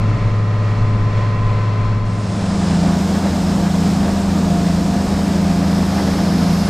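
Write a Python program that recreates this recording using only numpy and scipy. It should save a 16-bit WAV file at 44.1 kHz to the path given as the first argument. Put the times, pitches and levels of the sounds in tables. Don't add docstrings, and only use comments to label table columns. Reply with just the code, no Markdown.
import sys
import numpy as np
from scipy import signal
from scipy.fft import rfft, irfft, next_fast_len
from scipy.io import wavfile
from scipy.ndimage import uniform_filter1d, map_coordinates

SR = 44100
rng = np.random.default_rng(int(sys.argv[2]) if len(sys.argv) > 2 else 0)


def wrap_up_sound(samples):
    columns = np.atleast_2d(samples).T
    tamed = np.clip(columns, -1, 1)
    steps = np.round(tamed * 32767).astype(np.int16)
    wavfile.write(sys.argv[1], SR, steps)


N = 295029
TIME = np.arange(N) / SR

TRACTOR_CYCLE_HZ, COMBINE_CYCLE_HZ = 17.635, 14.213
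FIELD_IN_S = 1.945

# time in seconds, level of the gear whine in dB rms.
GEAR_LOAD_CURVE = [(0, -34.5), (.35, -38), (.9, -35.5), (1.45, -31), (1.75, -32), (2, -34)]


def undb(db):
    return 10 ** (np.asarray(db) / 20)


def unit(x):
    return x / np.sqrt(np.mean(x ** 2))


def curve(table):
    seconds, values = np.transpose(table)
    return np.interp(TIME, seconds, values)


def fade(start, end):
    return np.clip((TIME - start) / (end - start), 0, 1)


def walk(rate):
    knots = rng.standard_normal(int(rate * N / SR) + 3)
    joined = np.interp(TIME * rate + rng.random(), np.arange(len(knots)), knots)
    return 1.298 * uniform_filter1d(joined, int(SR / rate / 2))


def shape(x, gain):
    size = next_fast_len(N, True)
    hz = np.maximum(np.arange(size // 2 + 1) * SR / size, 1)
    return irfft(rfft(x, size) * gain(hz), size)[..., :N]


def colour(x, spectrum):
    hz, db = np.transpose(spectrum)
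    return shape(x, lambda f: undb(np.interp(np.log(f), np.log(hz), db)) * np.sqrt(SR / 2))


def stereo(mid, side):
    return np.array([mid + side, mid - side])


def tones(phase, lines, waver_db, rate):
    total = 0
    for multiple, db in lines:
        sine = np.sin(2 * np.pi * (multiple * phase + rng.random()))
        total = total + undb(db + waver_db * walk(rate)) * sine
    return np.sqrt(2) * total


def hunting(wander, rate):
    return np.cumsum(1 + wander * walk(rate)) / SR


def knock(cycle, cycle_hz, repeat, depth, uneven_db, cylinders=6):
    size = int(SR / cycle_hz)
    pattern = unit(irfft(np.exp(2j * np.pi * rng.random(size // 2)), size))
    repeating = map_coordinates(pattern, [cycle % 1 * size], order=3, mode="grid-wrap")
    mixed = np.sqrt(repeat) * repeating + np.sqrt(1 - repeat) * rng.standard_normal(N)
    firings = cycle * cylinders
    strengths = undb(uneven_db * rng.standard_normal(cylinders))
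    strength = strengths[firings.astype(int) % cylinders]
    burst = 1 + depth * strength * np.exp(-3 * (firings % 1))
    return unit(burst * mixed)


def tractor_cab():
    cycle = TRACTOR_CYCLE_HZ * hunting(wander=0.000624, rate=4.04)
    low = tractor_boom(cycle) + ride()
    direct, reflected = (cab_knock(cycle) * undb(-0.82 + .5 * walk(9.37)) for _ in range(2))
    whine, whine_echo = (gear_whine() + pump_whines() for _ in range(2))
    lag = 0.32 * (np.roll(low, 1) - low)
    side = undb(-28.0) * low + lag + undb(-9.5) * reflected + undb(-8.5) * whine_echo
    return stereo(low + direct + whine, side)


def tractor_boom(cycle):
    # multiple of the cycle rate, level in dB rms.
    boom_tones = [(2, -37), (3, -35), (6, -16.3), (7, -29), (9, -35), (10, -32), (11, -42), (12, -36),
                  (13, -42), (14, -44), (16, -48), (17, -44.5), (20, -45.5), (24, -36.5), (28, -48),
                  (32, -42.5), (33, -44), (34, -50), (36, -50), (38, -48), (40, -49), (65, -48),
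                  (69, -49.5), (70, -51), (74, -46.5), (75, -52), (76, -50.5)]
    return tones(cycle, boom_tones, waver_db=.3, rate=5.6)


def cab_knock(cycle):
    # frequency in Hz, level in dB per Hz.
    knock_spectrum = [(150, -75), (300, -63), (450, -60.5), (620, -60), (850, -64.5), (950, -62.5),
                      (1080, -65), (1200, -64), (1500, -69), (2050, -69), (3000, -78), (4300, -80),
                      (7500, -88.5), (9000, -97.5), (12000, -105), (14200, -120), (15000, -140)]
    # frequency in Hz, half-width in Hz, lift in dB.
    panels = [(2340, 87, 2), (2695, 34, 5), (3330, 74, 4), (4270, 250, 3.5), (5400, 110, 3.5)]
    chug_top_hz = 1500

    def chug_share(f):
        return 1 / (1 + (f / chug_top_hz) ** 6)

    def panel_lift(f):
        return undb(sum(db / (1 + ((f - hz) / width) ** 2) for hz, width, db in panels))

    chug = knock(cycle, TRACTOR_CYCLE_HZ, repeat=.62, depth=0.6, uneven_db=3.5)
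    ticking = knock(cycle, TRACTOR_CYCLE_HZ, repeat=.3, depth=0.08, uneven_db=1.5)
    low_part = shape(chug, lambda f: np.sqrt(chug_share(f)))
    high_part = shape(ticking, lambda f: np.sqrt(1 - chug_share(f)))
    dull = colour(low_part + high_part, knock_spectrum)
    buzz = shape(dull, panel_lift) - dull
    return dull + buzz * unit(undb(curve(GEAR_LOAD_CURVE) / 2))


def gear_whine():
    mesh_hz, shaft_hz = 1023.2, 23.3
    swing, throb, lead_turns = .95, .24, .16
    shaft = hunting(wander=0.0009, rate=3)
    turn = 2 * np.pi * (shaft_hz * shaft + rng.random())
    mesh = np.sin(2 * np.pi * (mesh_hz * shaft + rng.random()) + swing * np.sin(turn))
    throbbing = 1 + throb * np.cos(turn + 2 * np.pi * lead_turns)
    whine = unit(mesh * throbbing * undb(1.1 * walk(25)))
    return undb(curve(GEAR_LOAD_CURVE)) * whine


def pump_whines():
    # frequency in Hz, time of the top in seconds, level there in dB rms,
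    # fall one second away in dB.
    swelling_whines = [(1234, .4, -49, 4), (1523, 1.5, -51, 8), (1817, .7, -54, 8), (1904.5, .95, -43.4, 8),
                       (2042, 1.7, -51, 12), (2071, 1.6, -52, 12), (2116, .5, -54, 10), (2276, .9, -53, 2),
                       (2455, 1.5, -57, 6), (2682, 1.4, -55, 4)]
    shaft = hunting(wander=.0014, rate=14)
    total = 0
    for hz, top_s, db, fall_db in swelling_whines:
        swell = undb(-fall_db * (TIME - top_s) ** 2)
        total = total + swell * tones(hz * shaft, [(1, db)], waver_db=2, rate=18)
    return total


def ride():
    # frequency in Hz, level in dB per Hz.
    rumble_spectrum = [(8, -50), (20, -42.5), (45, -49), (78, -58), (112, -44), (150, -53.5), (240, -55),
                       (340, -64.5), (700, -110), (3000, -140)]
    # time of the middle in seconds, length in seconds, level in dB rms.
    rut_list = [(.2, .13, -21.5), (.82, .11, -23), (1.43, .24, -23), (1.87, .09, -19.5), (2.042, .08, -26)]
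    # frequency in Hz, level in dB relative to the others.
    rocking_tones = [(15, -1.5), (23, -3), (36, -4)]
    rumble = colour(rng.standard_normal(N), rumble_spectrum) * undb(-0.5 + 2 * walk(3.8))
    jolt = sum(undb(db) * np.exp(-(2 * (TIME - s) / length) ** 2) for s, length, db in rut_list)
    rocking = unit(tones(hunting(wander=.12, rate=14), rocking_tones, waver_db=2.5, rate=11))
    return rumble + jolt * rocking


def combine():
    # frequency in Hz, level in dB per Hz before level changes.
    clatter_spectrum = [(300, -77), (600, -58.5), (780, -61.5), (870, -65), (1300, -69), (1700, -68.5),
                        (2200, -75.5), (4000, -83.5), (9000, -124)]
    cycle = COMBINE_CYCLE_HZ * hunting(wander=0.000991, rate=5)
    engine = exhaust_drone(cycle) + combine_engine(cycle)
    clatter = combine_clatter(cycle, clatter_spectrum)
    echo = undb(side_db() + 2.5) * colour(rng.standard_normal(N), clatter_spectrum)
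    return stereo(engine + rotor_and_drives() + clatter + threshing_roar(), echo)


def exhaust_drone(cycle):
    drone_db, hum_db = -21.1, -29
    beat_hz, in_step_s = 1.09, 3.71
    turns = 12 * cycle
    slip = beat_hz * (TIME - in_step_s)
    drone = undb(drone_db) * np.sin(2 * np.pi * turns)
    hum = undb(hum_db) * np.sin(2 * np.pi * (turns - slip))
    return np.sqrt(2) * (drone + hum)


def combine_engine(cycle):
    # multiple of the cycle rate, level in dB rms.
    engine_tones = [(6, -26), (8, -46), (15, -42), (18, -44), (19, -44), (40, -49), (41, -50), (42, -48),
                    (44, -51), (63, -53), (65, -52), (68, -53), (84, -54), (88, -55), (90, -58), (93, -57),
                    (102, -59), (117, -59)]
    return tones(cycle, engine_tones, waver_db=.4, rate=5.6)


def rotor_and_drives():
    drive_hz = [72, 114.5, 393, 405, 465, 695]
    drive_levels = [-37.5, -40.5, -44, -44.5, -41, -36]
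    belt = hunting(wander=0.00074, rate=4.214)
    rotor = tones(belt, [(196.6, -18.9)], waver_db=0.0, rate=4.85)
    drives = tones(belt, zip(drive_hz, drive_levels), waver_db=2.2, rate=16)
    return rotor + drives


def combine_clatter(cycle, spectrum):
    # time in seconds, level change in dB.
    level_curve = [(2.2, 2.5), (2.8, 1.5), (3.4, 0.1), (4.1, 0), (4.8, -2.5), (5.3, 0.5), (5.85, 2),
                   (6.6, -0.2)]
    bursts = knock(cycle, COMBINE_CYCLE_HZ, repeat=.35, depth=.45, uneven_db=3)
    return colour(bursts, spectrum) * undb(curve(level_curve) + 1.6 * walk(40))


def threshing_roar():
    # frequency in Hz, level in dB per Hz.
    roar_spectrum = [(15, -73), (42, -47.5), (110, -51.5), (155, -47), (190, -46.5), (235, -43.5),
                     (310, -47), (400, -56), (520, -56.5), (700, -57), (1100, -62.5), (2200, -75.5),
                     (6000, -101)]
    return colour(rng.standard_normal(N), roar_spectrum) * undb(-0.26 + .5 * walk(9.9))


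def grain():
    early_db, settle_s = 2, 1.65
    spray_hz = 11300
    spray_open_s, opening_db_per_s = 3, 49

    def above(f):
        return 1 / (1 + (spray_hz / f) ** 20)

    settling = np.exp(-np.maximum(TIME - FIELD_IN_S, 0) / settle_s)
    flow_db = early_db * settling + .2 * walk(2.9)
    spray_db = opening_db_per_s * np.minimum(TIME - spray_open_s, 0)
    stream, scatter = pour(), pour()
    spray, wide = shape(stream, above), shape(scatter, above)
    fine = np.array([0.48 * spray + 0.63 * wide, 1.12 * spray - 0.71 * wide])
    body = stereo(stream - spray, undb(side_db()) * scatter)
    return (body + undb(spray_db) * fine) * undb(flow_db + .3 * walk(11))


def pour():
    # frequency in Hz, level in dB per Hz before the flow level is set.
    early_spectrum = [(1000, -100), (2350, -73.5), (2900, -74.5), (3700, -72.5), (4700, -72), (5150, -69.5),
                      (5800, -74.5), (7800, -75.5), (10000, -84), (11200, -92.5), (12200, -83),
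                      (14000, -93), (15500, -101)]
    # frequency in Hz, level in dB per Hz before the flow level is set.
    late_spectrum = [(700, -95), (1250, -70), (2350, -71), (2900, -73.5), (3700, -70.5), (4700, -68),
                     (5150, -65.5), (5800, -71.5), (7800, -77.5), (10000, -80.5), (11200, -81.5),
                     (11950, -78), (14000, -93), (15500, -102)]
    # start in seconds, end in seconds.
    growth_times = (4.9, 6.85)
    ticks = impacts(per_second=36000, spread_db=1.0)
    grown = fade(*growth_times)
    return (1 - grown) * colour(ticks, early_spectrum) + grown * colour(ticks, late_spectrum)


def impacts(per_second, spread_db):
    hit = rng.random(N) < per_second / SR
    return unit(hit * rng.standard_normal(N) * undb(spread_db * rng.standard_normal(N)))


def side_db():
    wide_s, wide_db, growth_db_per_s = 6.37, -14.5, 23
    return wide_db + growth_db_per_s * np.minimum(TIME - wide_s, 0)


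def scene():
    cab_gain = 1 - fade(1.85, 2.85)
    field_gain = fade(FIELD_IN_S, 2.68) * fade(2.04, 2.06)
    return cab_gain * tractor_cab() + field_gain * (combine() + grain())


def record(dry):
    bottom_hz, top_hz = 10, 15200
    dry = signal.sosfilt(signal.butter(2, bottom_hz, "high", fs=SR, output="sos"), dry)
    return signal.sosfilt(signal.ellip(10, .1, 80, top_hz, fs=SR, output="sos"), dry)


dry = scene()
out = record(dry)
wrap_up_sound(out)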